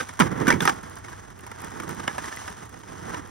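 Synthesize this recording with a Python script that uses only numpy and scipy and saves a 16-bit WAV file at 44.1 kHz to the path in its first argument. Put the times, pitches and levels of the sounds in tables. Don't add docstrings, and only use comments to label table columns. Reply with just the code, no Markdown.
import sys
import numpy as np
from scipy import signal
from scipy.fft import rfft, irfft, next_fast_len
from scipy.io import wavfile
from scipy.ndimage import uniform_filter1d

SR = 44100
rng = np.random.default_rng(int(sys.argv[2]) if len(sys.argv) > 2 else 0)


def gain_from_db(level_db):
    decades = np.asarray(level_db, float) / 20
    return 10 ** decades


def unload_audio(sound):
    columns = np.transpose(np.atleast_2d(sound))
    steps = np.round(np.clip(columns, -1, 1) * 32767)
    wavfile.write(sys.argv[1], SR, steps.astype(np.int16))


N = 145530


def evened(x):
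    return x / np.sqrt(np.mean(x ** 2) + 1e-20)


def peaked(x):
    return x / abs(x).max()


def read(points, hz):
    f, value = np.transpose(points)
    return np.interp(np.log(hz + 1), np.log(f + 1), value)


def add(mix, s, sound):
    part = mix[round(max(s, 0) * SR):][:len(sound)]
    part += sound[:len(part)]


def colour(points):
    log_gain = read(points, abs(np.fft.fftfreq(4096, 1 / SR))) * np.log(10) / 20
    taps = np.fft.ifft(np.exp(np.conj(signal.hilbert(log_gain)))).real[:2048]
    return taps / np.linalg.norm(taps)


def coloured(x, taps):
    return signal.oaconvolve(x, taps)[:len(x)]


def ring(modes, detune, t):
    out = 0
    for (hz, db, t60), d in zip(modes, detune):
        out = out + gain_from_db(db - 60 * t / t60) * np.sin(2 * np.pi * hz * d * t)
    return out


# f/Hz, level/dB
STREET_COLOUR = [(20, -30), (50, -5.5), (100, 0.5), (170, -15.5), (600, -29.5), (1500, -38), (4000, -64),
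                 (8000, -95)]


def street():
    a, b = rng.standard_normal((2, N))
    taps = colour(STREET_COLOUR)
    return gain_from_db(-48.5) * np.array([coloured(v, taps) for v in (a, .5 * a + .86 * b)])


# t/s, level/dB, f/Hz, t60/s
KNOCK = (2.5, -35.5, 421, 0.1)


def handling():
    s, db, hz, t60 = KNOCK
    modes = [(hz * ratio, db, t60) for ratio in (1, 0.48, 2.2)]
    knock = ring(modes, [1, 1, 1], np.arange(4000) / SR)
    out = np.zeros((2, N))
    add(out[0], s, coloured(knock, np.hanning(40) / 20))
    return out


# t/s, level/dB
CHIP_SNAPS = [(0.088, -36), (0.1366, -42), (0.17, -47), (0.198, -16), (0.4695, -31), (0.477, -31),
              (0.4894, -25), (0.6035, -34), (0.6205, -22), (0.635, -30), (0.6529, -18), (0.674, -34),
              (0.6917, -25), (0.7392, -40), (0.7821, -50), (0.83, -42), (0.8969, -39), (0.955, -36.5),
              (0.9862, -38), (1.0989, -43), (1.3019, -46), (1.3768, -50), (1.3897, -39), (1.4077, -40),
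              (1.4655, -38), (1.5147, -35), (1.6033, -35), (1.6167, -32), (1.6454, -30), (1.704, -40),
              (1.8013, -33), (1.8342, -38), (1.891, -29.5), (1.9087, -34), (1.947, -35), (2.0657, -52),
              (2.0777, -33), (2.1034, -41), (2.18, -34), (2.2423, -38), (2.362, -31), (2.4488, -53),
              (2.476, -36), (2.4992, -39), (2.6549, -40), (2.6933, -39), (2.7906, -42), (3.2735, -43)]
# f/Hz, level/dB per Hz
CHIP_COLOUR = [(1500, -15), (3000, -4), (6000, -5), (9000, 6.5), (13000, -0.5), (16000, -8)]


def chips():
    rise_s, t60_s, trim_db = 0.00047, .018, 1.5
    t, out, taps = np.arange(900) / SR, np.zeros((2, N)), colour(CHIP_COLOUR)
    envelope = np.minimum(t / rise_s, 1) * gain_from_db(-60 * t / t60_s)
    for s, db in CHIP_SNAPS:
        for port, burst in zip(out, rng.standard_normal((2, len(t)))):
            add(port, s, gain_from_db(db + trim_db) * peaked(coloured(burst * envelope, taps)))
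    return out


# t/s, level/dB, start f/Hz, end f/Hz, t60/s
DECK_FLEXES = [
    (.202, -16, 260, 150.7, 0.18),
    (0.479, -19.5, 301, 250, 0.079),
    (.537, -20.5, 260, 192, 0.11),
]


def flexes():
    sag_s = 0.0191
    t, out = np.arange(12000) / SR, np.zeros(N)
    for s, db, start_hz, end_hz, t60 in DECK_FLEXES:
        hz = end_hz + (start_hz - end_hz) * np.exp(-t / sag_s)
        add(out, s, gain_from_db(db - 60 * t / t60) * np.sin(2 * np.pi * np.cumsum(hz) / SR))
    return out


# t/s, contact level/dB, box or deck boom level/dB, grit hiss level/dB
WHEELS = [(0, -36, -1, -7), (.06, -45, -7, -11), (.19, -49, -12, -13), (0.231, -32, 6.5, -13.5),
          (0.302, -40, 6, -22), (.45, -32.5, 5.5, -20.5), (.57, -40, 11, -17.5), (.69, -37.5, 1, -2),
          (.74, -43.5, -0.8, -16), (1.15, -47, -4.5, -12.5), (1.36, -53.5, 1, -13.5),
          (1.6, -42.5, -5.5, -15), (1.87, -42, 3.5, -14.5), (2.42, -41.5, -9.5, -9.5),
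          (2.6, -48, -2.5, -12.5), (2.78, -52, 1.5, -12), (3.122, -38, 0.5, -15.5), (3.3, -50.5, 1.5, -15)]
# f/Hz, level/dB per Hz
ROAR_COLOUR = [(400, -41), (650, 5.5), (950, 5.5), (1900, -0.5), (2250, -8.5), (2700, -17.5), (3400, -14.5),
               (4300, -34)]
BOOM_COLOUR = [(30, -23.5), (60, -4.5), (130, 3), (245, -0.5), (400, -4), (500, -4.5), (630, -13),
               (900, -44.5)]
HISS_COLOUR = [(1500, -9), (3200, -2.5), (4500, -7.5), (5600, -1), (7600, 1), (10500, -11.5), (15800, -20),
               (16400, -105)]
GRIT_SHARES = (.4, .15, .6)


def rolling():
    grit_per_s, grit_spread_db, bump_db, bump_s = 900, 3.6, 2.2, .012
    s, level_db, boom_db, hiss_db = np.transpose(WHEELS)
    t, width = np.arange(N) / SR, round(bump_s * SR)
    bumps = uniform_filter1d(rng.standard_normal(N), width)
    bumps = evened(uniform_filter1d(bumps, width))
    grain_db = grit_spread_db * np.minimum(rng.exponential(1, N), 2.8)
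    grit = gain_from_db(grain_db) * (rng.random(N) < grit_per_s / SR)
    level = gain_from_db(np.interp(t, s, level_db) + bump_db * bumps)
    layers = [(ROAR_COLOUR, 1.5),
              (BOOM_COLOUR, -2 + np.interp(t, s, boom_db)),
              (HISS_COLOUR, 8 + np.interp(t, s, hiss_db))]
    out = np.zeros((2, N))
    for (points, db), share in zip(layers, GRIT_SHARES):
        for path in out:
            grains = evened(grit * rng.standard_normal(N))
            road = share * grains + np.sqrt(1 - share ** 2) * rng.standard_normal(N)
            add(path, 0, coloured(level * gain_from_db(db) * road, colour(points)))
    return out


# f/Hz, level/dB, t60/s
DECK_MODES = [(799, 5.5, 0.062), (965, 11, 0.03), (1300, -14, 0.026), (1480, -43, 0.063),
              (1770, -7.5, 0.097), (2120, -4, 0.032), (2300, 2.5, 0.0079), (2825, -3, 0.012),
              (3340, 2, 0.0027), (5130, 2, 0.0038), (5420, -18, .012)]
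# f/Hz, level/dB, t60/s
WOOD_MODES = [(165, -3, .12), (205, -3, .1), (248, 1.5, .15), (335, -5, .1), (397, -5, .09),
              (470, -13, .05)]


def blow(peak_db, truck_hz, length, thud_db, tick_db, truck_db, roar, hiss):
    t = np.arange(9000) / SR
    detune, shake = rng.uniform(0.955, 1.068, 20), rng.standard_normal((3, len(t)))
    swell = np.minimum(t / (0.28 * length), 1) * np.exp(-2 * t / length)
    contacts = swell * shake[0] * (0.32 + (abs(shake[1]) > 1.8))

    body = ring(DECK_MODES, detune, t) * gain_from_db(-20.5)
    body = body + ring([(truck_hz, truck_db, 0.038)], [1], t)
    hit = peaked(signal.fftconvolve(contacts, body)[:len(t)])
    clack = np.sin(2 * np.pi * truck_hz * t) * t * np.exp(-t / min(.3 * length, .002))
    crack = peaked(coloured(contacts, roar))
    clack_db = -5 + truck_db + 13
    metal = peaked(hit + gain_from_db(clack_db) * peaked(clack) + gain_from_db(0.5) * crack)

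    push = np.exp(-t / .0007) * t
    thud = peaked(signal.fftconvolve(push, ring(WOOD_MODES, np.ones(6), t))[:len(t)])
    snap = np.diff(contacts * swell, prepend=0)
    tick = peaked(coloured(contacts, hiss) + gain_from_db(-10) * snap)

    tail = coloured(shake[2], roar) + gain_from_db(-16) * coloured(shake[1], hiss)
    tail = tail * np.minimum(t / 0.011, 1) * gain_from_db(-20.5 - 60 * t / 0.14)
    return gain_from_db(peak_db) * (metal + gain_from_db(thud_db) * thud + gain_from_db(tick_db) * tick + tail)


# t/s, peak level/dB, truck ring f/Hz, rattle length/s, wood thud level/dB
HARD_BLOWS = [(.000, -16.5, 1560, .02, -11), (0.192, -13, 1080, 0.0041, -24),
              (0.199, -3.5, 1075, 0.008, -10), (0.201, -6.5, 950, 0.012, -6.5),
              (0.214, -12.5, 1300, .012, -4), (0.222, -11, 1780, 0.0016, -7),
              (0.469, -13, 1700, 0.0051, -33), (0.478, -6, 1524, 0.014, -6),
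              (0.502, -1.5, 1784, 0.0079, -10), (.504, -6, 1010, 0.011, -12),
              (0.524, -11.5, 2300, 0.0066, -1), (0.541, -24.5, 1530, 0.0057, -3),
              (0.516, -15.5, 2050, 0.0067, -10), (0.534, -20, 2220, 0.015, -15),
              (0.205, -10, 1916, 0.0077, -7), (2.188, -26, 2650, 0.0021, -23),
              (0.606, -11, 3495, 0.0042, -20), (.675, -20, 3350, 0.0027, -25),
              (0.604, -12.5, 1680, 0.006, -21), (0.618, -17, 1510, 0.03, -19),
              (0.653, -9, 1300, 0.0058, -16), (0.675, -4, 1300, 0.0068, -18),
              (0.694, -9, 1605, 0.0048, -43), (2.069, -40, 1750, 0.0022, -20),
              (2.079, -10.5, 1660, 0.0034, -51), (2.0775, -14, 2870, 0.0023, -45),
              (2.093, -26, 1720, 0.013, -24), (2.18, -16, 766, 0.009, -12)]
# t/s, peak level/dB, truck ring f/Hz
WHEEL_TRIPS = [(0.09, -17.5, 1200), (0.171, -30, 1060), (0.266, -18, 940), (0.830, -31, 1540),
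               (0.866, -34, 1120), (1.045, -27, 2170), (1.083, -23, 1040), (1.129, -23.5, 1620),
               (1.302, -31, 850), (1.392, -31.5, 1530), (1.464, -27, 1760), (1.515, -23, 1370),
               (1.605, -28, 1160), (1.619, -23, 970), (1.638, -23, 1560), (1.799, -16, 1430),
               (1.832, -21, 1350), (1.891, -20.5, 980), (1.998, -20.5, 1310), (2.037, -21.5, 1670),
               (2.241, -20, 1900), (2.279, -20, 1980), (2.325, -18, 1780), (2.37, -18.5, 1990),
               (2.448, -29, 2080), (2.478, -17.5, 1610), (2.739, -29.5, 1940), (2.794, -49, 1710),
               (2.833, -30, 945), (3.143, -15.5, 840)]


def impacts():
    # s, peak dB, truck Hz, rattle s, thud dB, tick dB, truck dB
    rows = [(*row, -10, -13) for row in HARD_BLOWS]
    rows += [(s, db - 6, hz, .007, -20, -9, -17) for s, db, hz in WHEEL_TRIPS]
    out, roar, hiss = np.zeros((2, N)), colour(ROAR_COLOUR), colour(HISS_COLOUR)
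    for s, *settings in rows:
        sound = blow(*settings, roar, hiss)
        scatter = rng.standard_normal(300) * np.exp(-np.arange(300) / 180.0)
        add(out[0], s, sound)
        add(out[1], s, coloured(sound, scatter / np.linalg.norm(scatter)))
    low_cut = signal.butter(4, 127, "high", fs=SR, output="sos")
    return signal.sosfilt(low_cut, out)


# f/Hz, lead/rad
PORT_LEAD = [(340, -.1), (690, -3.4), (1380, -5.5), (5600, -6.2), (7400, -3.14), (10700, 0), (13400, 3.14),
             (16000, 6.2)]
# f/Hz, level/dB
PORT_BALANCE = [(60, 0), (100, -3), (170, -10), (340, -17), (700, -5), (1300, -3), (2400, -1), (6500, 0)]
# f/Hz, likeness [0-1]
PORT_LIKENESS = [(60, .6), (400, .65), (650, .985), (2100, .92), (2600, .55), (4400, .55), (6800, .94),
                 (12000, .997)]


def ports(x, other):
    stair, stair_from_hz, unalike = .45, 6000, .25
    size = next_fast_len(N + 4096)
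    hz = np.fft.rfftfreq(size, 1 / SR)
    lead, high = read(PORT_LEAD, hz), hz > stair_from_hz
    same = read(PORT_LIKENESS, hz) - high * unalike * np.sin(lead) ** 10
    for _ in range(3):
        lead = lead - high * stair * np.sin(2 * lead)
    turn = np.exp(.5j * lead) * gain_from_db(read(PORT_BALANCE, hz) / 2)
    a, b = rfft(x, size), rfft(other, size)
    left = a * turn
    right = (same * a + np.sqrt(1 - same ** 2) * b) / turn
    return irfft(np.array([left, right]), size)[:, :N]


def scene():
    direct, reflected = rolling() + impacts() + flexes()
    return street() + handling() + chips() + ports(direct, reflected)


def band_limit(x):
    return signal.sosfilt(signal.butter(12, 17020, fs=SR, output="sos"), x)


def record(dry):
    edge = signal.firwin(255, 15900, window=("kaiser", 9), fs=SR)
    mix = np.clip(signal.oaconvolve(dry, edge[None], "same"), -.95, .95)
    return band_limit(mix)


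dry = scene()
out = record(dry)
unload_audio(out)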